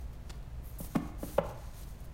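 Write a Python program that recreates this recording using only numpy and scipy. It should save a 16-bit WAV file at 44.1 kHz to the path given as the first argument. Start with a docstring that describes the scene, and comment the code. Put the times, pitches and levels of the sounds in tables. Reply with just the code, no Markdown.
"""Faint rubs and short scuffs over a low electric hum: books handled on a wooden shelf.
Covers hiss as they slide along their neighbours, catch briefly, and knock four times.
Each knock rings the book, thumps the shelf board and crunches the pages.
A brief low thud of the shelf follows the last knock; the quiet room answers softly."""
import sys
import numpy as np
from scipy import signal
from scipy.fft import rfft, irfft
from scipy.io import wavfile
from scipy.ndimage import uniform_filter1d

SR = 44100
rng = np.random.default_rng(int(sys.argv[2]) if len(sys.argv) > 2 else 0)


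def generate_wav(signal):
    """Clip the signal to [-1, 1] and save it as 16-bit WAV at the path in sys.argv[1]."""
    frames = np.transpose(np.atleast_2d(signal))
    scaled = np.clip(frames, -1, 1) * 32767
    pcm = np.round(scaled).astype(np.int16)
    wavfile.write(sys.argv[1], SR, pcm)


N = 94285
TIME = np.arange(N) / SR


def amp(db):
    """Decibels to gain."""
    return 10 ** (np.asarray(db) / 20)


def unit_rms(x):
    """Scale to rms 1."""
    return x / np.sqrt(np.mean(x ** 2) + 1e-20)


def curve_at(points, hz):
    """Interpolate (Hz, value) points over log frequency."""
    point_hz, value = np.transpose(points)
    return np.interp(np.log(hz + 1), np.log(point_hz + 1), value)


def colour(x, spectrum):
    """Filter by (Hz, dB) points, then scale to rms 1."""
    gain = amp(curve_at(spectrum, np.fft.rfftfreq(N, 1 / SR)))
    return unit_rms(irfft(rfft(x) * gain, N))


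def background(air_db=-44.5):
    """Rumbling room air and mains hum."""
    # Each row: frequency in Hz, rms level in dB.
    hum_partials = [(59.2, -51.5), (119, -62), (237, -69.5)]
    # Each row: frequency in Hz, relative density in dB.
    air_spectrum = [(20, -9.5), (30, -11.5), (42, -1.5), (60, -7), (85, -15), (115, -12), (160, -19.5),
                    (260, -28.5), (420, -32.5), (620, -31.5), (1200, -39), (2000, -44), (5000, -53.5),
                    (10500, -58.5), (16000, -58.5)]
    hum = sum(amp(db) * np.sqrt(2) * np.sin(2 * np.pi * (hz * TIME + rng.random()))
              for hz, db in hum_partials)
    return amp(air_db) * colour(rng.standard_normal(N), air_spectrum) + hum


def room(x, delay_s=0.0044, build_s=0.01):
    """Dense reflections build up, then die band by band."""
    # Each row: frequency in Hz, gain in dB.
    room_gains = [(40, -10), (110, 5), (160, -7.5), (220, -8.5), (320, -0.5), (450, -4), (560, -11.5),
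                  (720, -2), (830, -7.5), (1050, -4.5), (1400, -7.5), (2500, -5), (6000, -13.5),
                  (12000, -20)]
    # Each row: frequency in Hz, T60 in seconds.
    decay_times = [(150, 0.63), (330, 0.62), (560, 0.5), (1000, 0.99), (2800, 0.78), (8000, 0.11)]
    gain = amp(curve_at(room_gains, np.fft.rfftfreq(SR, 1 / SR)))
    reflections = irfft(rfft(rng.standard_normal(SR)) * gain, SR)
    hz, t, bands = signal.stft(reflections, SR, nperseg=256)
    t60_s = curve_at(decay_times, hz)[:, None]
    energy_norm = np.sqrt(np.log(10 ** 6) / (t60_s * SR))
    tail = signal.istft(bands * amp(-60 * t / t60_s) * energy_norm, SR, nperseg=256)[1][:SR]
    onset = 1 - np.exp(-np.maximum(TIME[:SR] - delay_s, 0) / build_s)
    return signal.fftconvolve(x, tail * onset)[:N]


def friction(spectrum, grain_db, clump_db):
    """Tiny slips of uneven size, in clumps, coloured by the surface; rms 1."""
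    slips = rng.standard_normal(N) * amp(grain_db * rng.uniform(-1.1, 1, N))
    clumps = np.tanh(unit_rms(uniform_filter1d(rng.standard_normal(N), size=200)))
    return colour(slips * amp(clump_db * clumps), spectrum)


def hand_speed(start_s, length_s):
    """One stroke: a half sine from rest to rest, peak 1."""
    return np.sin(np.pi * np.clip((TIME - start_s) / length_s, 0, 1)).clip(1e-9)


def slides(rub_exponent=0.57, glide_exponent=0.8, grip_db=-75.5, singing_stroke=3, sing_gain_db=1.5):
    """Glossy covers hiss high, one stroke singing a little; paper and cloth rub lower."""
    # Each row: start in seconds, length in seconds, rub and glide levels at full speed in dB.
    strokes = [(-0.06, .12, -67, -71), (0.113, 0.056, -71, -78), (0.247, 0.16, -68, -77),
               (0.623, 0.12, -74, -60), (0.723, 0.072, -65, -68), (0.792, 0.087, -60.5, -47.5),
               (0.852, 0.14, -61, -58), (0.956, 0.17, -64, -85), (1.177, 0.23, -57.5, -50.5),
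               (1.431, 0.1, -59.5, -76), (1.523, 0.24, -62, -85), (1.732, 0.12, -58.5, -57.5),
               (1.82, .14, -64.5, -64), (1.937, 0.17, -69, -75)]
    # Each row, in all three: frequency in Hz, relative level in dB.
    glide_spectrum = [(1500, -19), (4000, -20), (6500, -5), (7700, -7.5), (8700, -1), (9500, 0.5),
                      (10700, -3.5), (12000, 2), (12800, 0), (14000, -3), (16000, -1.5)]
    sing_spectrum = [(5000, -17), (9000, -24), (11500, -11), (12800, 2), (14000, -9), (16000, -9)]
    rub_spectrum = [(400, -10), (1500, -1), (3000, -4), (4300, 0), (5100, -3), (6700, 1), (7600, -4.5),
                    (9000, -1.5), (10500, -8), (12500, -3.5), (16000, -9.5)]
    rub_envs, glide_envs = [], []
    for start_s, length_s, rub_db, glide_db in strokes:
        speed = hand_speed(start_s, length_s)
        rub_envs.append(amp(rub_db) * speed ** rub_exponent)
        glide_envs.append(amp(glide_db) * speed ** glide_exponent)
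    glide = sum(glide_envs) * friction(glide_spectrum, grain_db=0, clump_db=2.3)
    sing = glide_envs[singing_stroke] * friction(sing_spectrum, grain_db=11, clump_db=5)
    rub_env = np.hypot(sum(rub_envs), amp(grip_db))  # the hand never quite rests
    rub = rub_env * friction(rub_spectrum, grain_db=3.5, clump_db=2.3)
    return glide + amp(sing_gain_db) * sing + rub


def scuffs(release_s=0.003):
    """A cover sticks, then lets go in a burst of slips."""
    # Each row: start in seconds, length in seconds, level in dB, bright share of the power (0-1).
    catches = [(0.131, 0.005, -61.5, 0.7), (0.2961, 0.0042, -44.5, .01), (0.3029, 0.005, -45, .01),
               (0.427, 0.0026, -60, 0.1), (0.786, 0.015, -44, 0.98), (0.808, 0.0077, -49, 0.74),
               (0.845, 0.0036, -50, .05), (0.946, 0.019, -52, 0.2), (0.9579, 0.00076, -40.5, 0.15),
               (1.076, 0.0068, -60, 0.4), (1.275, .035, -55, .03), (1.37, .006, -59, 0.1),
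               (1.492, 0.0088, -56, 0.4), (1.832, 0.0054, -55.5, 0), (2.002, 0.0088, -59, 0.8),
               (2.043, 0.015, -60.5, 0.87)]
    # Each row, in both: frequency in Hz, relative level in dB.
    dull_spectrum = [(300, 12), (1000, 2), (2200, -4), (3300, -1), (5500, -2), (8000, -6.5), (16000, -25)]
    bright_spectrum = [(2000, -32), (7000, -13), (9500, 1), (13000, 3.5), (16000, 2)]
    dull = friction(dull_spectrum, grain_db=6.5, clump_db=1)
    bright = friction(bright_spectrum, grain_db=8, clump_db=1)
    out = np.zeros(N)
    for start_s, length_s, db, share in catches:
        burst = (TIME >= start_s) * np.exp(-np.maximum(TIME - start_s - length_s, 0) / release_s)
        out += amp(db) * burst * (np.sqrt(share) * bright + np.sqrt(1 - share) * dull)
    return out


def shelf_thud():
    """A brief low thud of the shelf just after the last knock."""
    # Start in seconds, level in dB, frequency in Hz, T60 in seconds.
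    thud = (1.4, -36.5, 136, .09)
    start_s, db, hz, t60_s = thud
    t = np.maximum(TIME - start_s, 0)
    return amp(db - 60 * t / t60_s) * np.sin(2 * np.pi * hz * t)


def mode(hz, db, t60_s, rise_cycles):
    """One mode swells over part of a cycle, then dies."""
    t = TIME[:SR // 3]
    rise = 1 - np.exp(-(t * hz / rise_cycles) ** 2)
    return amp(db - 60 * t / t60_s) * rise * np.sin(2 * np.pi * hz * t)


def board_thump(tilt_db_per_octave, pivot_hz=200):
    """Neighbouring modes of the shelf board swing against each other, so the thump comes late."""
    # Each row: frequency in Hz, relative level in dB, T60 in seconds.
    board_modes = [(167.4, 0.5, 0.064), (200, 2.5, 0.043), (286, 0, 0.045)]
    return sum((-1) ** k * mode(hz, db + tilt_db_per_octave * np.log2(hz / pivot_hz), t60_s, 0.45)
               for k, (hz, db, t60_s) in enumerate(board_modes))


def book_ring(hardness_hz, t60_scale):
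    """A struck book: a soft contact leaves its high modes quiet, a tight grip shortens the ring."""
    # Each row: frequency in Hz, relative level in dB, unscaled T60 in seconds.
    book_modes = [(509, -23, 0.1), (560.6, 3, 0.03), (805, -7, 0.033), (993, -14, 0.047),
                  (1334, -15, 0.052), (1666, -19.5, 0.055), (2020, -22, 0.051), (2215, -27, 0.077),
                  (2750, -20, 0.032), (2940, -15, 0.027), (3420, -28.5, 0.04)]
    ring = sum(mode(hz, db, t60_s * t60_scale, rise_cycles=0.21) / np.hypot(1, hz / hardness_hz)
               for hz, db, t60_s in book_modes)
    bass_cut = signal.butter(2, 500, "highpass", fs=SR, output="sos")  # too small to radiate bass
    return signal.sosfilt(bass_cut, ring)


def knocks(crunch_rise_s=0.0005, crunch_decay_s=0.006):
    """Eight contacts in four knocks; each rings the book, thumps the board and crunches the pages."""
    # Each row: start in seconds, gain in dB, hardness as a corner in Hz, relative board gain in dB,
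    # board tilt in dB per octave, book T60 factor, relative crunch gain in dB.
    contacts = [(0.802, -32.5, 330, -0.5, -8.5, 1.6, -28), (0.9509, -39.5, 1500, -7, -3, 0.51, 0.5),
                (0.9537, -22, 900, -3.5, 12, 0.4, -11.5), (0.9582, -30.5, 1500, 10, -9.5, 1.3, 4),
                (1.2303, -27, 410, -4, 7, 1.57, -21), (1.2366, -32.5, 480, -5.5, 2, 0.4, -19),
                (1.3807, -25.5, 3900, -3.5, -9, 0.25, -2), (1.3841, -8, 520, -19.5, -34, 1.1, -30)]
    # Each row: frequency in Hz, relative level in dB.
    crunch_spectrum = [(200, -18), (350, -1), (450, -6.5), (720, 5), (1050, -3), (1350, -7.5),
                       (1900, -11.5), (3100, -20.5), (4200, -32), (16000, -38)]
    out, t = np.zeros(N), TIME[:SR // 3]
    pages = friction(crunch_spectrum, grain_db=0.5, clump_db=-0.5)
    crunch_env = np.exp(-t / crunch_decay_s) * (1 - np.exp(-t / crunch_rise_s))
    for start_s, db, hardness_hz, board_db, tilt_db_per_octave, t60_scale, crunch_db in contacts:
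        crunch = amp(crunch_db) * crunch_env * np.roll(pages, rng.integers(N))[:len(t)]
        thump = amp(board_db) * board_thump(tilt_db_per_octave)
        first = round(start_s * SR)
        out[first:first + len(t)] += amp(db) * (book_ring(hardness_hz, t60_scale) + thump + crunch)
    return out


def scene():
    """Books, their reflections and the background, in mono."""
    books = knocks() + shelf_thud() + scuffs() + slides()
    return (books + room(books) + background())[None]


def record(dry):
    """Steep low-pass at 15.9 kHz."""
    lowpass = signal.firwin(511, 15900, window=("kaiser", 9), fs=SR)
    return signal.oaconvolve(dry, lowpass[None], "same")


dry = scene()
out = record(dry)
generate_wav(out)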